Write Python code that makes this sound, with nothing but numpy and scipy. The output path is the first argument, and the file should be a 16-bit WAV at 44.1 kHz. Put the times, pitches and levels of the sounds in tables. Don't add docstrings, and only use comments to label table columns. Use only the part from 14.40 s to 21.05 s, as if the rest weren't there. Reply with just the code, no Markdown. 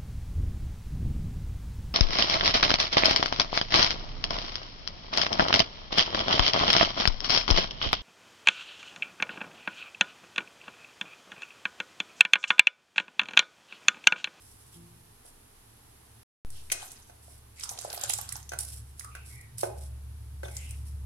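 import sys
import numpy as np
from scipy import signal
from scipy.fft import rfft, irfft, next_fast_len
from scipy.io import wavfile

SR = 44100
rng = np.random.default_rng(int(sys.argv[2]) if len(sys.argv) > 2 else 0)


def unload_wav(signal):
    wavfile.write(
        sys.argv[1],
        SR,
        np.round(np.clip(np.atleast_2d(signal).T, -1, 1) * 32767).astype(np.int16),
    )


N = 293480
TIME = np.arange(N) / SR


def from_db(db):
    return 10 ** (np.asarray(db) / 20)


def panned(db, pan_db):
    return from_db(db + np.array([[.5], [-.5]]) * pan_db)


def unit_rms(x):
    return x / np.sqrt(np.mean(x ** 2) + 1e-20)


def in_time(rows):
    s, *columns = np.transpose(rows)
    return [np.interp(TIME, s, column) for column in columns]


def at_hz(points, hz):
    f, value = np.transpose(points)
    return np.interp(np.log(np.maximum(hz, 1)), np.log(f), value)


def add(track, s, sound):
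    i = round(s * SR)
    track[..., i:i + sound.shape[-1]] += sound[..., :N - i]


def resonate(x, hz, width_hz):
    r = np.exp(-np.pi * width_hz / SR)
    feedback = [1, -2 * r * np.cos(2 * np.pi * hz / SR), r * r]
    return signal.lfilter(np.array([1, 0, -1]) * (1 - r * r) / 2, feedback, x)


def band(x, hz, spread):
    edges = [hz / spread, min(hz * spread, .45 * SR)]
    return signal.sosfilt(signal.butter(2, edges, "band", fs=SR, output="sos"), x)


def drift(per_s):
    knots = rng.standard_normal(int(per_s * N / SR) + 2)
    return unit_rms(np.interp(TIME * per_s, np.arange(len(knots)), knots))


def swell(s, length, attack_s, release_db_per_s):
    age = np.maximum(TIME - s, 0)
    return np.minimum(age / attack_s, 1) * from_db(-release_db_per_s * np.maximum(age - length, 0))


def burst(t60):
    t = TIME[:SR // 5]
    return rng.standard_normal((2, len(t))) * from_db(-60 * t / t60)


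def diffuse(pair, spectrum):
    # (frequency [Hz], correlation [1])
    coherence = [(60, 1), (130, 0.88), (290, 0.8), (640, -0.6), (1400, 0.18), (3100, -0.091),
                 (7000, -0.071), (15000, 0.45)]
    size = next_fast_len(N)
    hz = np.arange(size // 2 + 1) * SR / size
    mid, side = rfft(pair, size) * from_db(at_hz(spectrum, hz))
    alike = at_hz(coherence, hz)
    side = side * np.sqrt((1 - alike) / (1 + alike))
    return unit_rms(irfft([mid + side, mid - side], size)[:, :N])


def lean(x):
    # (frequency [Hz], left minus right [dB])
    balance = [(100, 0.5), (400, -3), (900, -0.5), (2400, -0.5), (6000, 1.5), (10500, -5.5), (15000, -3.5)]
    size = next_fast_len(N)
    pan_db = at_hz(balance, np.arange(size // 2 + 1) * SR / size)
    return irfft(rfft(x, size) * panned(0, pan_db), size)[:, :N]


def from_right(x, lag_s):
    return np.array([np.interp(TIME - lag_s, TIME, x), x])


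def room_air(level_db):
    # (frequency [Hz], relative spectral level [dB])
    spectrum = [(15, -17), (25, 8), (43, -7), (59, -5), (114, -2), (161, -16), (242, -7.5), (344, -13.5),
                (463, -11.5), (516, -21.5), (840, -15), (2280, -22), (7510, -25), (11000, -17),
                (16000, -38.5)]
    # (time [s], relative level [dB])
    levels = [(0, -1), (2.1, 0), (3.1, -1.5), (6.65, -1.5)]
    return from_db(level_db + in_time(levels)[0]) * diffuse(rng.standard_normal((2, N)), spectrum)


def kitchen(x):
    # (frequency [Hz], reverberation time [s])
    t60 = [(200, 0.58), (1000, 0.43), (5000, 0.46), (14000, 0.16)]
    t, tail = TIME[:SR * 2 // 5], 0
    for hz in np.geomspace(200, 12800, 7):
        octave = band(rng.standard_normal((2, len(t))), hz, np.sqrt(2))
        tail = tail + octave * from_db(-60 * t / at_hz(t60, hz))
    tail = tail * (1 - np.exp(-t / 0.00031))
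    return signal.oaconvolve(x, unit_rms(tail) / np.sqrt(len(t)), axes=1)[:, :N]


def burner(drone_hz, wander_hz, flutter_db, roar_hz, roar_db, rumble_hz, width_hz, rumble_db):
    # (time [s], drone level [dB], relative rumble level [dB])
    levels = [(0, -65, -69), (.35, -62, -61), (.85, -71.5, -70), (1.85, -63, -64.5), (2.2, -55.5, -63.5),
              (2.6, -64.5, -64.5), (2.92, -56, -61), (3.55, -63, -63), (3.85, -55, -52.5),
              (4.38, -45.5, -54.5), (4.62, -53, -55.5), (4.82, -47, -54), (5.24, -63, -48.5),
              (5.38, -40, -51.5), (5.85, -43.5, -52), (6.6, -37, -47.5)]
    deep_db, upper_db = in_time(levels)
    phase = 2 * np.pi * np.cumsum(drone_hz + wander_hz * drift(13)) / SR
    drone = unit_rms(np.sin(phase) * from_db(flutter_db * drift(20)))
    roar = from_db(roar_db) * unit_rms(band(rng.standard_normal(N), roar_hz, 1.9))
    rumble = resonate(rng.standard_normal(N), rumble_hz, width_hz)
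    rumble = unit_rms(resonate(rumble, rumble_hz, 2 * width_hz))
    return from_db(deep_db) * (drone + roar) + from_db(upper_db + rumble_db) * rumble


def stove_top(level_db, waver_hz):
    # (frequency [Hz], relative level [dB])
    modes = [(165, 3.5), (239, -9), (345, -3)]
    hum = sum(from_db(db) * np.sin(2 * np.pi * np.cumsum(hz + waver_hz * drift(39.6)) / SR)
              for hz, db in modes)
    lift = swell(s=0.338, length=0.064, attack_s=0.028, release_db_per_s=64)
    return from_db(level_db) * lift * unit_rms(hum)


def finger_wipes(level_db, end_fade_db):
    # (time [s], length [s], relative level [dB], start pitch [Hz], end pitch [Hz], width [Hz])
    wipes = [(0.324, 0.048, -66.5, 3400, 3100, 500), (2.118, 0.11, -62.5, 4890, 5000, 2500),
             (2.14, 0.079, -63, 3170, 3040, 700), (3.164, 0.072, -59.5, 2300, 2270, 600),
             (3.231, .16, -56.5, 1276, 640, 400), (4.63, 0.095, -54, 1230, 1200, 129),
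             (4.704, 0.16, -60.5, 2533, 2600, 450), (4.894, 0.17, -61, 2130, 2290, 220),
             (4.897, .21, -64.5, 1990, 1890, 130), (6.043, .018, -52.5, 3830, 3200, 300),
             (6.104, 0.15, -60.5, 2175, 2100, 181), (6.169, 0.19, -58, 2804, 2550, 810)]
    out = np.zeros((2, N))
    for s, length, db, start_hz, end_hz, width_hz in wipes:
        along = np.linspace(0, 1, int(length * SR))
        lowpass = signal.butter(2, width_hz / 2, fs=SR, output="sos")
        rub = signal.sosfilt(lowpass, rng.standard_normal((2, 2, len(along))))
        phase = 2 * np.pi * np.cumsum(start_hz + (end_hz - start_hz) * along) / SR
        envelope = from_db(level_db + db - end_fade_db * (2 * along - 1) ** 2)
        add(out, s, envelope * unit_rms(rub[0] * np.cos(phase) + rub[1] * np.sin(phase)))
    return out


def hiss_and_scrapes(level_db, judder_db, sag_db_per_s, sing_db, width_hz, waver_db):
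    # (time [s], length [s], relative level [dB])
    swishes = [(0, 0.64, -56), (0.311, 0.033, -58.5), (0.834, 0.033, -53.5), (2.106, 0.18, -54),
               (2.816, 0.15, -55), (4.183, 0.023, -37), (4.267, 0.043, -41.5), (4.32, 0.024, -48),
               (4.368, 0.017, -58), (4.456, .02, -58.5), (4.568, 0.06, -49.5), (4.846, 0.089, -46.5),
               (5.171, 0.075, -39.5), (5.362, .03, -58), (5.401, 0.028, -49.5), (6.024, 0.13, -52),
               (6.138, 0.26, -51), (6.451, 0.018, -50.5)]
    # (frequency [Hz], relative spectral level [dB])
    spectrum = [(1500, -20), (3000, -12), (4600, -9), (5500, -3), (6600, -11), (7400, -3), (8400, 0),
                (10800, 1), (12500, -9), (16000, -25)]
    modes = [5420, 7400, 7970, 8930, 9400, 10140]
    envelope = 0
    for s, length, db in swishes:
        easing = from_db(db - sag_db_per_s * np.maximum(TIME - s, 0))
        envelope = envelope + easing * swell(s, length, attack_s=0.021, release_db_per_s=199)
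    judder = from_db(level_db + judder_db * (drift(60) + drift(400)))
    swish = envelope * judder * diffuse(rng.standard_normal((2, N)), spectrum)
    singing = sum(resonate(swish, hz, width_hz) * from_db(waver_db * drift(30)) for hz in modes)
    return swish + from_db(sing_db) * singing


def bowl_knocks(level_db, damped_t60, swell_cycles, contact_t60, tick_db, tick_hz, rattle_db, lag_s):
    # (frequency [Hz], relative level [dB], time to decay by 60 dB [s])
    modes = [(374, -1, .3), (400, -2, .27), (525, 2, .12), (562, 5, .3), (632, -5, .36), (680, -7, .15),
             (716, -5, .4), (787, -6, .33), (828, -12, .33), (1136, -9, .1), (1400, -9, .22),
             (1500, -4, .14), (1545, -5, .28), (1965, -4, .13), (2170, -2, .08), (2480, 2, .15),
             (3095, -3, .15), (3284, -8, .2), (4160, -2, .14), (5475, 0, .12), (6160, 6, .2)]
    group_hz = [560, 660, 1520, 2000, 5400]
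    # (time [s], five relative group levels [dB], free ring [dB], pan [dB])
    knocks = [(.85, -66, -45, -62, -70, -74, -26, 4), (2.2993, -68, -64, -52, -43, -62, -20, 10),
              (2.317, -54, -30, -38, -26, -32.5, -32, 3.5), (2.348, -51, -53, -44, -53, -58, -23, 4),
              (2.697, -65, -43, -52, -59, -65, -26, -2), (4.1185, -51.5, -29.5, -33.5, -41, -62, -29, 2),
              (4.1341, -50, -31.5, -30.5, -43, -53, -19, -3.5),
              (4.7509, -57.5, -44, -34.5, -44, -61, -24, -1.5), (4.766, -72, -51, -39, -60, -74, -28, -2),
              (5.2321, -28, -14.5, -49, -40, -47, -16.5, -2.5), (5.2369, -30, -26, -33, -55, -60, -17, 0),
              (6.0321, -39.5, -34.5, -34, -45.5, -65, -11.5, 2), (6.055, -60, -35, -45.5, -55, -60, -12, 3),
              (6.082, -58, -45, -43, -48, -57, -21, 2)]
    out, t = np.zeros((2, N)), TIME[:SR * 2 // 5]
    hz, mode_db, t60 = np.transpose(modes)
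    age = np.maximum(t - np.array([[lag_s], [0]]), 0)
    tones = [np.sin(2 * np.pi * f * age) * (1 - np.exp(-f * age / swell_cycles)) for f in hz]
    rings = [tone * from_db(-60 * age / decay) for tone, decay in zip(tones, t60)]
    damped = from_db(-60 * age / damped_t60)
    for s, *groups_db, ring_db, pan_db in knocks:
        sides = panned(level_db, pan_db)
        gains = from_db(mode_db + np.interp(np.log(hz), np.log(group_hz), groups_db))
        tick = from_db(groups_db[3] + tick_db) * band(burst(contact_t60), tick_hz, 3.4)
        add(out, s, sides * tick)
        for f, gain, tone, ring in zip(hz, gains, tones, rings):
            free = rng.choice([-1, 1]) * from_db(ring_db) * ring
            add(out, s, gain * sides * (damped * tone + free))
            rattle = from_db(rattle_db) * resonate(burst(contact_t60), f, width_hz=f / 8)
            add(out, s, gain * sides * rattle)
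    return signal.sosfilt(signal.butter(6, 325, "high", fs=SR, output="sos"), out)


def ping_and_plops(level_db, swell_cycles, decay_cycles, rise, noise_db, lag_s):
    # (time [s], relative level [dB], starting pitch [Hz])
    events = [(2.301, -27.5, 2400), (2.426, -35.5, 735), (2.88, -46, 667), (3.195, -41, 2110),
              (3.234, -30.5, 1190), (3.248, -46, 1140), (3.294, -46, 1170), (3.314, -35, 730),
              (3.35, -50, 1880), (3.384, -36.5, 706), (3.4465, -29, 602), (3.4475, -29.5, 780),
              (3.477, -37.5, 554), (3.505, -35, 845), (3.535, -32, 706), (3.575, -30.5, 683),
              (3.603, -44, 620), (3.635, -30.5, 750), (3.638, -33.5, 556), (3.697, -30.5, 810),
              (3.787, -30, 800), (3.79, -31.5, 1100), (3.921, -33.5, 1920), (3.955, -31.5, 844),
              (4.609, -35.5, 1850), (4.647, -37.5, 1340)]
    tones, noise, t = np.zeros(N), np.zeros((2, N)), TIME[:SR // 5]
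    for s, db, hz in events:
        t60 = decay_cycles / hz
        envelope = (1 - np.exp(-(hz * t / swell_cycles) ** 2)) * from_db(-60 * t / t60)
        add(tones, s, from_db(db) * envelope * np.sin(2 * np.pi * hz * t * (1 + rise * t / t60)))
        add(noise, s, from_db(db + noise_db) * band(burst(2 * t60), hz, 1.5))
    return from_db(level_db) * (from_right(tones, lag_s) + noise)


def grains(per_s, spread_db, q, hollow_db, shifts_per_s):
    out = np.zeros((2, N))
    pitches = np.geomspace(400, 12000, 16)
    for hz in pitches:
        gaps, strengths = rng.exponential(1, (8000, 2)).T
        onsets = (np.cumsum(gaps) * len(pitches) / per_s * SR).astype(int)
        sizes = from_db(spread_db * np.minimum(strengths, 4)) * (-1) ** np.arange(len(onsets))
        onsets, sizes = onsets[onsets < N], sizes[onsets < N]
        hollow = from_db(hollow_db * drift(shifts_per_s))
        for k in range(2):
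            clicks = np.full(N, 1e-18)
            clicks[onsets[k::2]] = sizes[k::2]
            out[k] += resonate(clicks * hollow, hz, hz / q)
    return out


def wet_rice(crackle_db, slosh_db, pops_db, clump_db):
    # (frequency [Hz], relative spectral level [dB])
    crackle_spectrum = [(1800, -19), (2800, -8), (4500, -6), (6500, -2), (8500, 1), (10800, -1),
                        (12500, -10), (16000, -24)]
    slosh_spectrum = [(150, -13), (350, 7.5), (700, -13.5), (1100, 9), (1500, 12), (2400, -6), (3500, 7),
                      (6000, -6.5), (12000, -1)]
    pop_spectrum = [(600, -6), (1300, 1), (2400, 3.5), (4500, 0), (6500, -10), (9000, -20), (14000, -32)]
    # (time [s], relative crackle [dB], relative milk [dB])
    slides = [
        [(2.317, -45, -72), (2.322, -22.5, -54), (2.35, -58, -64), (2.43, -50.5, -55), (2.54, -52.5, -68.5),
         (2.72, -72, -86)],
        [(3.16, -60, -85), (3.23, -41.5, -68), (3.32, -49.5, -61), (3.36, -54, -68), (3.42, -42, -61),
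         (3.51, -54, -54.5), (3.6, -51, -49), (3.645, -39, -49), (3.675, -46, -48.5), (3.725, -34, -58),
         (3.79, -49, -56.5), (3.86, -55, -61.5), (3.96, -64, -56.5), (4.08, -80, -75)],
    ]
    snaps = grains(per_s=8000, spread_db=-0.5, q=5.9, hollow_db=4.5, shifts_per_s=35)
    snaps *= from_db(clump_db * drift(70))
    pops = grains(per_s=260, spread_db=2.5, q=14, hollow_db=4.5, shifts_per_s=12)
    crackle = from_db(crackle_db) * diffuse(snaps, crackle_spectrum)
    milk = from_db(slosh_db) * diffuse(snaps, slosh_spectrum)
    milk += from_db(pops_db) * diffuse(pops, pop_spectrum)
    out = np.zeros((2, N))
    for slide in slides:
        grain_db, milk_db = in_time(slide)
        moving = (TIME > slide[0][0]) * (TIME < slide[-1][0])
        out += moving * (from_db(grain_db) * crackle + from_db(milk_db) * milk)
    return out


def smacks(level_db, tear_s, snap_t60, spray_db, spray_t60, width_hz, skirt_db, body_db, body_hz):
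    # (time [s], relative level [dB], cavity resonance [Hz], pan [dB])
    clumps = [(2.103, -34.5, 8900, -2), (2.3165, -25, 6000, -10), (2.3194, -13, 9350, 1),
              (2.517, -32, 11000, -3), (3.197, -37.5, 8500, -16), (3.2082, -31.5, 4730, -5),
              (3.235, -25, 5330, -5), (3.2385, -29.5, 9350, -14), (3.2915, -23.5, 6200, -4),
              (3.2977, -29.5, 9300, -6), (3.3758, -34.5, 3930, -1), (3.388, -26, 6450, -10.5),
              (3.412, -33.5, 9450, -13), (3.446, -36.5, 11000, -14), (3.501, -30, 4530, -5),
              (3.503, -37, 9500, -10), (3.528, -24.5, 11300, -8), (3.5285, -30, 4340, -4),
              (3.545, -38, 2200, -10), (3.576, -32.5, 4930, -10), (3.6115, -26.5, 7200, -9),
              (3.6341, -37, 2910, -4), (3.6359, -18, 7000, 0), (3.647, -31, 4620, -3),
              (3.693, -22, 9500, -4), (3.696, -16, 10600, -10), (3.6993, -24, 2580, 1.5),
              (3.705, -19, 7100, -5.5), (3.735, -13.5, 7460, -2.5), (3.777, -26, 9900, -9),
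              (3.7856, -23.5, 7600, 2), (3.8126, -25.5, 11400, -11), (3.8902, -26, 5500, -3),
              (3.8894, -32, 10200, -17), (3.9235, -20, 9000, -4), (3.955, -31.5, 5800, -5),
              (3.964, -26.5, 11400, -9), (4.028, -39.5, 6460, -3), (4.0916, -27.5, 6200, 0),
              (4.135, -33.5, 10100, -6), (4.1881, -17.5, 8900, -1), (4.207, -24, 10700, -10),
              (4.2492, -28, 10500, -5), (4.595, -28, 10440, -14), (4.595, -32.5, 5670, -3),
              (4.645, -32.5, 9300, -2), (4.751, -38, 10200, -4), (5.011, -39.5, 9630, -5.5),
              (5.182, -25.5, 9900, -7), (6.1668, -22.5, 7100, 2.5), (6.308, -30, 9100, 4)]
    out = np.zeros((2, N))
    opening = 1 - np.exp(-TIME[:SR // 5] / tear_s)
    for s, db, hz, pan_db in clumps:
        snap = opening * (burst(snap_t60) + from_db(spray_db) * burst(spray_t60))
        cavity = resonate(resonate(snap, hz, width_hz), hz, 3 * width_hz)
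        skirt = from_db(skirt_db) * band(snap, hz, 1.88)
        body = from_db(body_db) * band(snap, body_hz, 1.65)
        add(out, s, (cavity + skirt + body) * panned(level_db + db, pan_db))
    return signal.sosfilt(signal.butter(3, 12400, fs=SR, output="sos"), out)


def scene():
    snaps = smacks(level_db=7.5, tear_s=0.00063, snap_t60=0.014, spray_db=-9, spray_t60=0.035,
                   width_hz=1130, skirt_db=-8, body_db=-21.5, body_hz=2450)
    plops = ping_and_plops(level_db=10, swell_cycles=1.67, decay_cycles=12, rise=0.06,
                           noise_db=-6, lag_s=0.00039)
    knocks = bowl_knocks(level_db=-1.5, damped_t60=0.052, swell_cycles=0.3, contact_t60=0.07,
                         tick_db=2, tick_hz=3360, rattle_db=-1.5, lag_s=0.00062)
    rice = wet_rice(crackle_db=-1, slosh_db=2, pops_db=-3.5, clump_db=0.5)
    swish = hiss_and_scrapes(level_db=-1.5, judder_db=2, sag_db_per_s=30,
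                             sing_db=-14.5, width_hz=29, waver_db=-1)
    rubs = finger_wipes(level_db=3, end_fade_db=9)
    air = room_air(level_db=-57)
    stove = burner(drone_hz=70.6, wander_hz=1.5, flutter_db=-0.5, roar_hz=55.5, roar_db=-13.5,
                   rumble_hz=108.9, width_hz=19.1, rumble_db=2)
    stove += stove_top(level_db=-52.5, waver_hz=4.7)
    room = kitchen(from_db(-8.5) * snaps + from_db(-7.5) * (plops + knocks) + from_db(-8) * rubs)
    coloured = lean(plops + knocks + rice + swish + rubs + air + room)
    return snaps + coloured + from_right(stove, lag_s=0.00036)


def record(dry, stop_s=1.833, restart_s=2.049, thump=0.028, thump_s=0.13, cutoff_hz=16000):
    step = -thump * np.exp(-np.maximum(TIME - restart_s, 0) / thump_s) * (TIME >= restart_s)
    gate = (TIME < stop_s) | (TIME >= restart_s)
    return signal.sosfilt(signal.ellip(10, .1, 80, cutoff_hz, fs=SR, output="sos"), dry * gate + step)


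dry = scene()
out = record(dry)
unload_wav(out)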